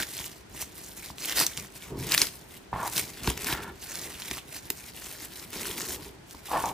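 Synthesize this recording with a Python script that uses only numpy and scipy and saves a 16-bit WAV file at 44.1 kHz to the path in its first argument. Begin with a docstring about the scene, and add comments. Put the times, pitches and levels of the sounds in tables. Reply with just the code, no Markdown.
"""Hands roll and pull cling film around food on a plastic board in a quiet kitchen, heard close by. Throughout,
room noise lies under film crackle (swarms of ringing buckles) and the rumble of the board (noise-driven modes).
Early soft thuds (struck modes) come with two single snaps (large buckles) near 0.2 s; more snaps follow from
1.2 s, densest and loudest near 2.2 s. At 2.7 s the board scrapes the counter (stick-slip); a hard thud follows
at 3.3 s, then mostly quieter pulls from 4 s, and short scrapes again after 6.4 s."""
import sys
import numpy as np
from scipy import signal
from scipy.fft import rfft, irfft, next_fast_len
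from scipy.io import wavfile
from scipy.ndimage import uniform_filter1d

SR = 44100
rng = np.random.default_rng(int(sys.argv[2]) if len(sys.argv) > 2 else 0)


def store_pcm(level_fs):
    """Save levels as 16-bit WAV."""
    pcm = np.round(np.clip(level_fs, -1, 1) * 32767).astype(np.int16)
    wavfile.write(sys.argv[1], SR, np.atleast_2d(pcm).T)


N = 296793
SPAN = next_fast_len(N)  # samples of a long transform


def amp(db):
    """Decibel definition: amplitude ratio of a level."""
    return 10 ** (np.asarray(db) / 20)


def evened(x):
    """Normalization to unit root-mean-square value."""
    return x / np.sqrt(np.mean(x ** 2) + 1e-20)


def smooth_noise(length):
    """Low-pass filtering by a moving average: slow noise of unit RMS."""
    return evened(uniform_filter1d(rng.standard_normal(N), length))


def read(points, hz):
    """Linear interpolation of a spectrum on a logarithmic frequency axis."""
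    f, value = np.transpose(points)
    return np.interp(np.log(hz + 1), np.log(f + 1), value)


def kicks(s, size):
    """Impulse excitation: one sample of the given size at each time."""
    train = np.zeros(N)
    places = np.round(np.asarray(s) * SR).astype(int).clip(0, N - 1)
    np.add.at(train, places, size)
    return train


def ring(modes, damping=1):
    """Modal superposition: damped sines, neighbours in opposite phase; damping scales the bandwidths."""
    t = np.arange(8192) / SR
    total = 0
    for k, (hz, width_hz, db) in enumerate(modes):
        decay = np.exp(-np.pi * damping * width_hz * t)
        total = total + (-1) ** k * amp(db) * decay * np.sin(2 * np.pi * hz * t)
    return total


def rubbed(push, modes):
    """Forced vibration: a continuous push drives the modes, whose response has unit energy."""
    response = ring(modes)
    return signal.oaconvolve(push, response / np.linalg.norm(response))[:N]


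def struck(s, db, modes, damping, soft):
    """Impact excitation: contact lasts soft samples, and each blow's ring peaks at db."""
    response = np.convolve(ring(modes, damping), np.hanning(round(soft) + 2))
    return signal.oaconvolve(kicks(s, amp(db)), response / abs(response).max())[:N]


def moves(rows, shape, rest_db=-120, rest_extra_db=0):
    """Power summation of overlapping movements: their level in dB and power-weighted extra column."""
    rise, fall, settle_db, settle_fall = shape
    s, length, db, growth_db, extra_db = np.transpose(rows)[:, :, None]
    t = np.arange(0, N + 64, 64) / SR
    after = np.maximum(t - s - length, 0)
    progress = np.clip((t - s) / np.maximum(length, .005), 0, 1)
    held_db = db - growth_db * (1 - progress) + rise * np.minimum(t - s, 0)
    stopping = amp(-2 * fall * after)
    settling = amp(2 * (settle_db - settle_fall * after))
    power = amp(2 * held_db) * (stopping + settling)
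    rest = amp(2 * rest_db)
    total = power.sum(0) + rest
    extra = ((power * extra_db).sum(0) + rest * rest_extra_db) / total
    return [np.interp(np.arange(N) / SR, t, course) for course in (10 * np.log10(total), extra)]


# spectrum of the room noise, up to an overall gain: f/Hz, density level/dB per Hz
ROOM_SPECTRUM = [(12, -53), (20, -39), (124, -8), (218, -5.5), (361, -3.5), (492, -9.5), (690, -8.5),
                 (1280, -15), (1430, -12), (8890, -26.5), (16500, -50)]
ROOM_DB = -52.5  # RMS level over both ports
# likeness of the noise at the two ports: f/Hz, coherence/1
LIKENESS = [(60, 0.58), (300, 0), (1500, 0), (6000, 0), (15000, 0)]


def room_tone():
    """Stationary Gaussian noise: steady low room noise over microphone hiss, partly coherent at the ports."""
    hz = np.fft.rfftfreq(SPAN, 1 / SR)
    a, b = rfft(rng.standard_normal((2, SPAN)))
    same = np.clip(read(LIKENESS, hz), 0, 1)
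    right = same * a + np.sqrt(1 - same ** 2) * b
    spectra = np.array([a, right]) * amp(read(ROOM_SPECTRUM, hz))
    return amp(ROOM_DB) * evened(irfft(spectra, SPAN)[:, :N])


def kitchen(x, t60, gap, low_hz):
    """Diffuse reverberation: a random tail after gap s, different at each port, thin below low_hz."""
    t = np.arange(round(t60 * SR)) / SR
    tail = rng.standard_normal((2, len(t))) * amp(-60 * t / t60) * (t > gap)
    tail = signal.lfilter(*signal.butter(2, low_hz, "high", fs=SR), tail)
    return signal.oaconvolve(x, tail / np.linalg.norm(tail[0]), axes=1)[:, :N]


def hands(x, count=3):
    """Time-varying scattering: as hands and food move, one close scatter pattern fades into the next."""
    turn = np.cumsum(9 + 4 * smooth_noise(4000)) / SR  # half turns
    fades = [np.sqrt(2 / count) * np.cos(np.pi * (turn + k / count)) for k in range(count)]
    return sum(kitchen(x * fade, .03, .0003, 1300) for fade in fades)


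# modes of counter, board, rim and upper rim: f/Hz, bandwidth/Hz at unit damping, relative level/dB
COUNTER_MODES = [(62, 26.5, 2.5), (123.5, 67, 1), (199, 51, -5)]
BOARD_MODES = [(266.4, 71, 1), (351, 43, 2), (405.5, 83, 4.5)]
RIM_MODES = [(690, 40, -50), (705, 660, 5), (930, 205, 17), (1240, 190, 4)]
UPPER_RIM_MODES = [(1375, 68, -5), (1766, 133, -2.5), (2170, 140, -8), (3100, 1400, 3.5)]
# blows on the board: t/s, peak level/dB of counter, of board, of rim
BLOWS = [(.2, -38, -52, -33), (0.546, -44, -40, -38), (0.624, -36.5, -59, -33.5), (1.102, -42, -48, -31),
         (1.924, -36, -30.5, -43), (1.953, -41, -33, -44), (1.975, -38, -28, -40),
         (2.222, -48, -28.5, -28.5), (2.732, -33, -37, -47), (3.218, -33, -40, -55),
         (3.276, -17.5, -19.5, -15), (3.304, -48, -26.5, -24.5), (3.527, -30, -30.5, -25),
         (4.312, -41, -31, -33.5), (4.703, -58, -29.5, -30), (5.562, -41, -32, -59),
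         (6.347, -44, -38.5, -35)]
# food and hands press on the board: start t/s, length/s, end level/dB, growth/dB, extra level/dB of
# the counter's deep modes
PRESS_MOVES = [(0, .04, -61, -22, -1), (1.36, .063, -41, 6.5, -3), (1.585, 0.057, -58.5, -5, 10.5),
               (1.919, 0.22, -45, -2, 2.5), (2.743, 0.13, -57.5, -6.5, 12.5),
               (2.978, 0.088, -49.5, -1, 2.5), (3.24, 0.14, -47.5, -7, -2), (3.453, 0.26, -47, -7, -3.5),
               (3.94, 0.15, -50.5, 3, -3), (4.3, 0.03, -54, -1, 2), (5.557, 0.46, -47, -1.5, -7),
               (6.053, 0.085, -56.5, -6, -2.5), (6.52, 0.19, -47.5, 2, -4)]
# envelope of a press: rise/(dB/s), fall/(dB/s), settling level/dB, settling fall/(dB/s)
PRESS_ENVELOPE = (296, 272, -29, 100.)
RESTING_DB, RESTING_DEEP_DB = -59.5, 2.5  # level between presses, and its extra for the deep modes


def board():
    """Forced and free vibration: lumpy rolling pressure and blows ring counter, board and rim."""
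    lumpy = amp(1.8 * smooth_noise(700))
    shake, deep, middle, high = evened(rng.standard_normal((4, N)) * lumpy)
    level_db, deep_db = moves(PRESS_MOVES, PRESS_ENVELOPE, RESTING_DB, RESTING_DEEP_DB)
    roll = rubbed(deep * amp(level_db + deep_db), COUNTER_MODES[1:])
    roll = roll + rubbed(middle * amp(level_db), BOARD_MODES)
    roll = roll + rubbed(high * amp(level_db - 9), RIM_MODES)
    # the lowest mode never quite rests
    roll = roll + rubbed(shake * amp(0.34 * level_db - 38.0), COUNTER_MODES[:1])
    s, counter_db, board_db, rim_db = np.transpose(BLOWS)
    blows = struck(s, counter_db, COUNTER_MODES, 0.51, 40)
    blows = blows + struck(s, board_db, BOARD_MODES, 1.37, 32)
    return roll + blows + struck(s, rim_db, RIM_MODES + UPPER_RIM_MODES, 1.3, 13)


# board and food slide: start t/s, length/s, end level/dB, growth/dB, extra level/dB of the upper rim modes
SLIDE_MOVES = [(2.73, 0.14, -36, 1.5, -8.5), (3.49, .2, -50.5, -7.5, 2), (6.485, 0.036, -35, 13, -17),
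               (6.53, 0.049, -26, 1.5, -12), (6.642, 0.069, -39, -11.5, -32)]
# envelope of a slide: rise/(dB/s), fall/(dB/s), settling level/dB, settling fall/(dB/s)
SLIDE_ENVELOPE = (4000., 700., -4., 260.)
# the sliding board catches: t/s, peak level/dB
CATCHES = [(2.7295, -19), (2.7605, -21), (6.5155, -20), (6.639, -16)]


def slides():
    """Stick-slip friction: dense, uneven slips and single catches ring the rim of the board."""
    grip = amp(1.5 * smooth_noise(250))
    slipping = rng.random((2, N)) < 4000 / SR  # 4000 slips per second on average
    slips, upper_slips = evened(slipping * rng.standard_normal((2, N)) * grip)
    level_db, upper_db = moves(SLIDE_MOVES, SLIDE_ENVELOPE)
    scrape = rubbed(amp(level_db) * slips, RIM_MODES)
    upper_scrape = rubbed(amp(level_db + upper_db) * upper_slips, UPPER_RIM_MODES)
    jolts = struck(*np.transpose(CATCHES), RIM_MODES + UPPER_RIM_MODES, 1.0, 22)
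    return scrape + upper_scrape + jolts


# the hands change ends: t/s at mid-change (first row: start), lag of the film at the left port/samples
HAND_ENDS = [(0, 0.92), (1.75, -0.93), (2.5, 0.24), (3.1, -0.75), (3.75, 1.2), (4.75, -0.5), (6.28, 1.06)]
REACH_S = 0.14  # duration of a change of ends


def hand_place(t):
    """Path difference: lag between the ports, moving linearly at each change of ends."""
    s, lag = np.transpose(HAND_ENDS)
    steps = zip(s[1:], np.diff(lag))
    return lag[0] + sum(step * np.clip((t - at) / REACH_S + .5, 0, 1) for at, step in steps)


def ports(x, lag):
    """Interaural-style differences: the nearer of two ports hears a sound louder and a little earlier."""
    size = next_fast_len(x.shape[-1] + 64)
    side = np.array([[-.5], [.5]]) * lag
    # 8 spare samples of delay keep the early port causal; they are cut off again
    turn = np.exp(2j * np.pi * np.fft.rfftfreq(size) * (side - 8))
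    return irfft(rfft(x, size) * turn * amp(0.87 * side), size)[:, 8:x.shape[-1] + 8]


def buckle(hz, cycles, draw):
    """Snap-through instability: one fold flips over with a sharp edge, short ring and ragged decay."""
    t = np.arange(len(draw)) / SR
    tone = np.sin(2 * np.pi * hz * t + 1) * np.exp(-t * hz / cycles)
    shape = tone + 0.72 * draw * np.exp(-t / 0.00021)
    return shape / np.linalg.norm(shape)


# pulls and twists of the film: start t/s, length/s, end crackle level/dB, growth/dB, extra level/dB of
# large slack folds
FILM_PULLS = [(-0.005, 0.037, -31, -4, -0.5), (0.082, 0.18, -36, 4.5, -4), (0.296, 0.097, -57, -6, 3),
              (0.518, 0.094, -30, 20.5, -6), (0.781, 0.15, -44, -5, -10.5), (0.982, 0.12, -45.5, -3, 0.5),
              (1.208, 0.12, -33, 3.5, -2.5), (1.378, 0.042, -22.5, 2.5, 1.5), (1.571, 0.084, -49.5, -10, 3),
              (1.764, 0.012, -45.5, -4, -2.5), (1.833, 0.073, -55, -9.5, 8.5),
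              (1.989, 0.12, -31.5, 12.5, -1.5), (2.123, 0.016, -27.5, -2, 6), (2.178, 0.049, -27, 3, 0.5),
              (2.28, 0.087, -46.2, 15, -8), (2.508, 0.056, -45.5, 4, -3), (2.777, 0.099, -31, 15.5, -11),
              (2.926, 0.072, -23.5, 14, -2.5), (3.089, 0.088, -53.5, -3.5, 12),
              (3.185, 0.11, -35, 17.5, 11), (3.384, 0.15, -33.5, 13.5, 7.5), (3.586, 0.052, -44.5, 13.4, 0),
              (3.824, 0.17, -39.5, 3, 1), (4.006, 0.38, -42, 1.5, 5), (4.488, 0.083, -37.5, 9, -2),
              (4.648, 0.058, -44.5, 3, -6), (4.776, 0.12, -45.5, -0.7, -0.5), (4.967, 0.3, -45, -2, -0.5),
              (5.307, 0.13, -44.0, 4.5, 2), (5.539, 0.21, -37.5, -2.5, -0.5),
              (5.778, 0.17, -37, -2.3, -0.5), (6.025, 0.058, -49.5, -4, 0.5), (6.318, 0.083, -55, -10, -4),
              (6.465, 0.23, -36, 5, -2.5)]
# a pull swells, stops short and the loosened film settles: rise/(dB/s), fall/(dB/s), settling level/dB,
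# settling fall/(dB/s)
PULL_ENVELOPE = (366, 585, -12, 88)
STILL_FILM_DB = -73  # level between pulls
# spectral shaping of the crackle, up to an overall gain: f/Hz, density level/dB per Hz
CRACKLE_SPECTRUM = [(180, -21), (300, 0), (361, -5.5), (449, -6.5), (1250, -7), (2130, -1.5), (2700, -3),
                    (12800, -4), (15700, -5), (16500, -30)]


def crackle():
    """Clustered random impulses: swarms of tiny buckles in clumps; a few are large and sharp."""
    level_db, slack_db = moves(FILM_PULLS, PULL_ENVELOPE, STILL_FILM_DB)
    clumps = evened(uniform_filter1d(uniform_filter1d(rng.standard_normal(N), 500), 300))
    fires = rng.random(N) < 7000 / SR * amp(3.5 * clumps)  # about 7000 per second at middling density
    size = fires * rng.choice([-1., 1.], N) * amp(3.3 * np.minimum(rng.exponential(1, N), 7))

    pitch = np.geomspace(1200, 13000, num=8)  # Hz
    kind = rng.integers(0, len(pitch), N)
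    size = size * amp(level_db + slack_db * (1 - kind / (len(pitch) - 1)))  # slack folds ring low
    drift = uniform_filter1d(rng.standard_normal((len(pitch), N // 256 + 1)), 12, axis=1)
    size = size * amp(2.3 * evened(drift)[kind, np.arange(N) // 256])  # fold sizes come and go

    spot = hand_place(np.arange(N) / SR) + 0.75 * rng.standard_normal(N)
    places = np.linspace(-1.5, 1.5, num=4)  # lags in samples
    nearest = abs(spot - places[:, None]).argmin(0)
    shapes = [buckle(hz, 2.0, rng.standard_normal(256)) for hz in pitch]
    out = 0
    for p, place in enumerate(places):
        here = sum(signal.oaconvolve(size * (kind == k) * (nearest == p), shape)[:N]
                   for k, shape in enumerate(shapes))
        out = out + ports(here, place)

    # flatten the buckles' joint spectrum, then impose that of the film
    hz = np.fft.rfftfreq(SPAN, 1 / SR)
    joint = np.sqrt(sum(abs(rfft(shape, SPAN)) ** 2 for shape in shapes))
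    shaped = irfft(rfft(out, SPAN) * amp(read(CRACKLE_SPECTRUM, hz)) / joint, SPAN)[:, :N]
    return evened(shaped) * np.sqrt(np.mean(amp(2 * level_db)))


# single snaps: t/s, peak level/dB before the port difference, f/Hz
FILM_SNAPS = [(0.169, -21, 2920), (0.243, -19, 2980), (1.1834, -17, 2840), (1.2963, -13, 5900),
              (1.4006, -8, 6900), (1.425, -12, 4800), (1.4663, -1.5, 6800), (1.5752, -11.5, 5450),
              (2.12, -4, 4600), (2.1328, -17, 6700), (2.1422, -2, 7300), (2.1473, 3, 6800),
              (2.1784, 5.5, 4200), (2.183, -19, 6400), (2.2174, 2, 4450), (2.27, -14.5, 6700),
              (2.9681, -9.5, 4800), (2.9798, -2.5, 5930), (2.9955, -14, 6500), (3.2748, -9.5, 2230),
              (3.3032, -14, 6800), (3.376, -13.5, 7040), (3.445, -15.5, 5830), (3.526, -13.5, 3520),
              (3.9558, -12, 10700), (4.0153, -19.5, 4570), (4.2207, -16.5, 3620), (4.3126, -11, 2680),
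              (4.7033, -4.5, 6540), (4.7213, -28, 7700), (5.505, -24, 8200), (5.6703, -28, 5200),
              (6.31, -23.5, 6100)]
BURST_RISE_MS, BURST_FALL_MS = 0.825, 1.65  # time constants of the small buckles around a snap


def snaps():
    """Sudden release of strain: a stuck patch lets go, one large buckle amid a burst of smaller ones."""
    out = np.zeros((2, N + 1024))
    draws = rng.standard_normal((len(FILM_SNAPS), 2, 1024))
    lead = 128  # samples before the large buckle
    since_ms = (np.arange(1024) - lead) / SR * 1000
    envelope = np.exp(np.where(since_ms < 0, since_ms / BURST_RISE_MS, -since_ms / BURST_FALL_MS))
    thin = signal.butter(2, 1500, "high", fs=SR)  # a small fold radiates no bass
    for (s, db, hz), (draw, spikes) in zip(FILM_SNAPS, draws):
        burst = amp(-18) * spikes * abs(draw[::-1]) * envelope
        burst[lead] += 1
        sound = np.convolve(burst, buckle(hz, 0.53, draw[:64]))[:1024]
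        sound = signal.lfilter(*thin, sound)
        sound = ports(sound / abs(sound).max(), hand_place(s))
        start = round(s * SR) - lead
        out[:, start:start + 1024] += amp(db) * sound
    return out[:, :N]


def scene():
    """Linear superposition: direct sound, close scatter, kitchen reverberation and room noise."""
    near = crackle() + snaps() + board() + slides()
    scatter = amp(-11.5) * hands(near)
    reverberation = amp(-13.5) * kitchen(near, 0.26, 0.0022, 206)
    return near + scatter + reverberation + room_tone()


EDGE_HZ = 15500  # upper band limit


def record(dry):
    """Transducer nonlinearity: a small capsule loses deep bass and saturates softly; then a band limit."""
    thin = signal.lfilter(*signal.butter(2, 45, "high", fs=SR), dry)
    soft = .85 * np.tanh(thin / .85)
    band_limit = signal.firwin(511, EDGE_HZ, window=("kaiser", 9), fs=SR)
    return signal.oaconvolve(soft, band_limit[None], "same")


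dry = scene()
out = record(dry)
store_pcm(out)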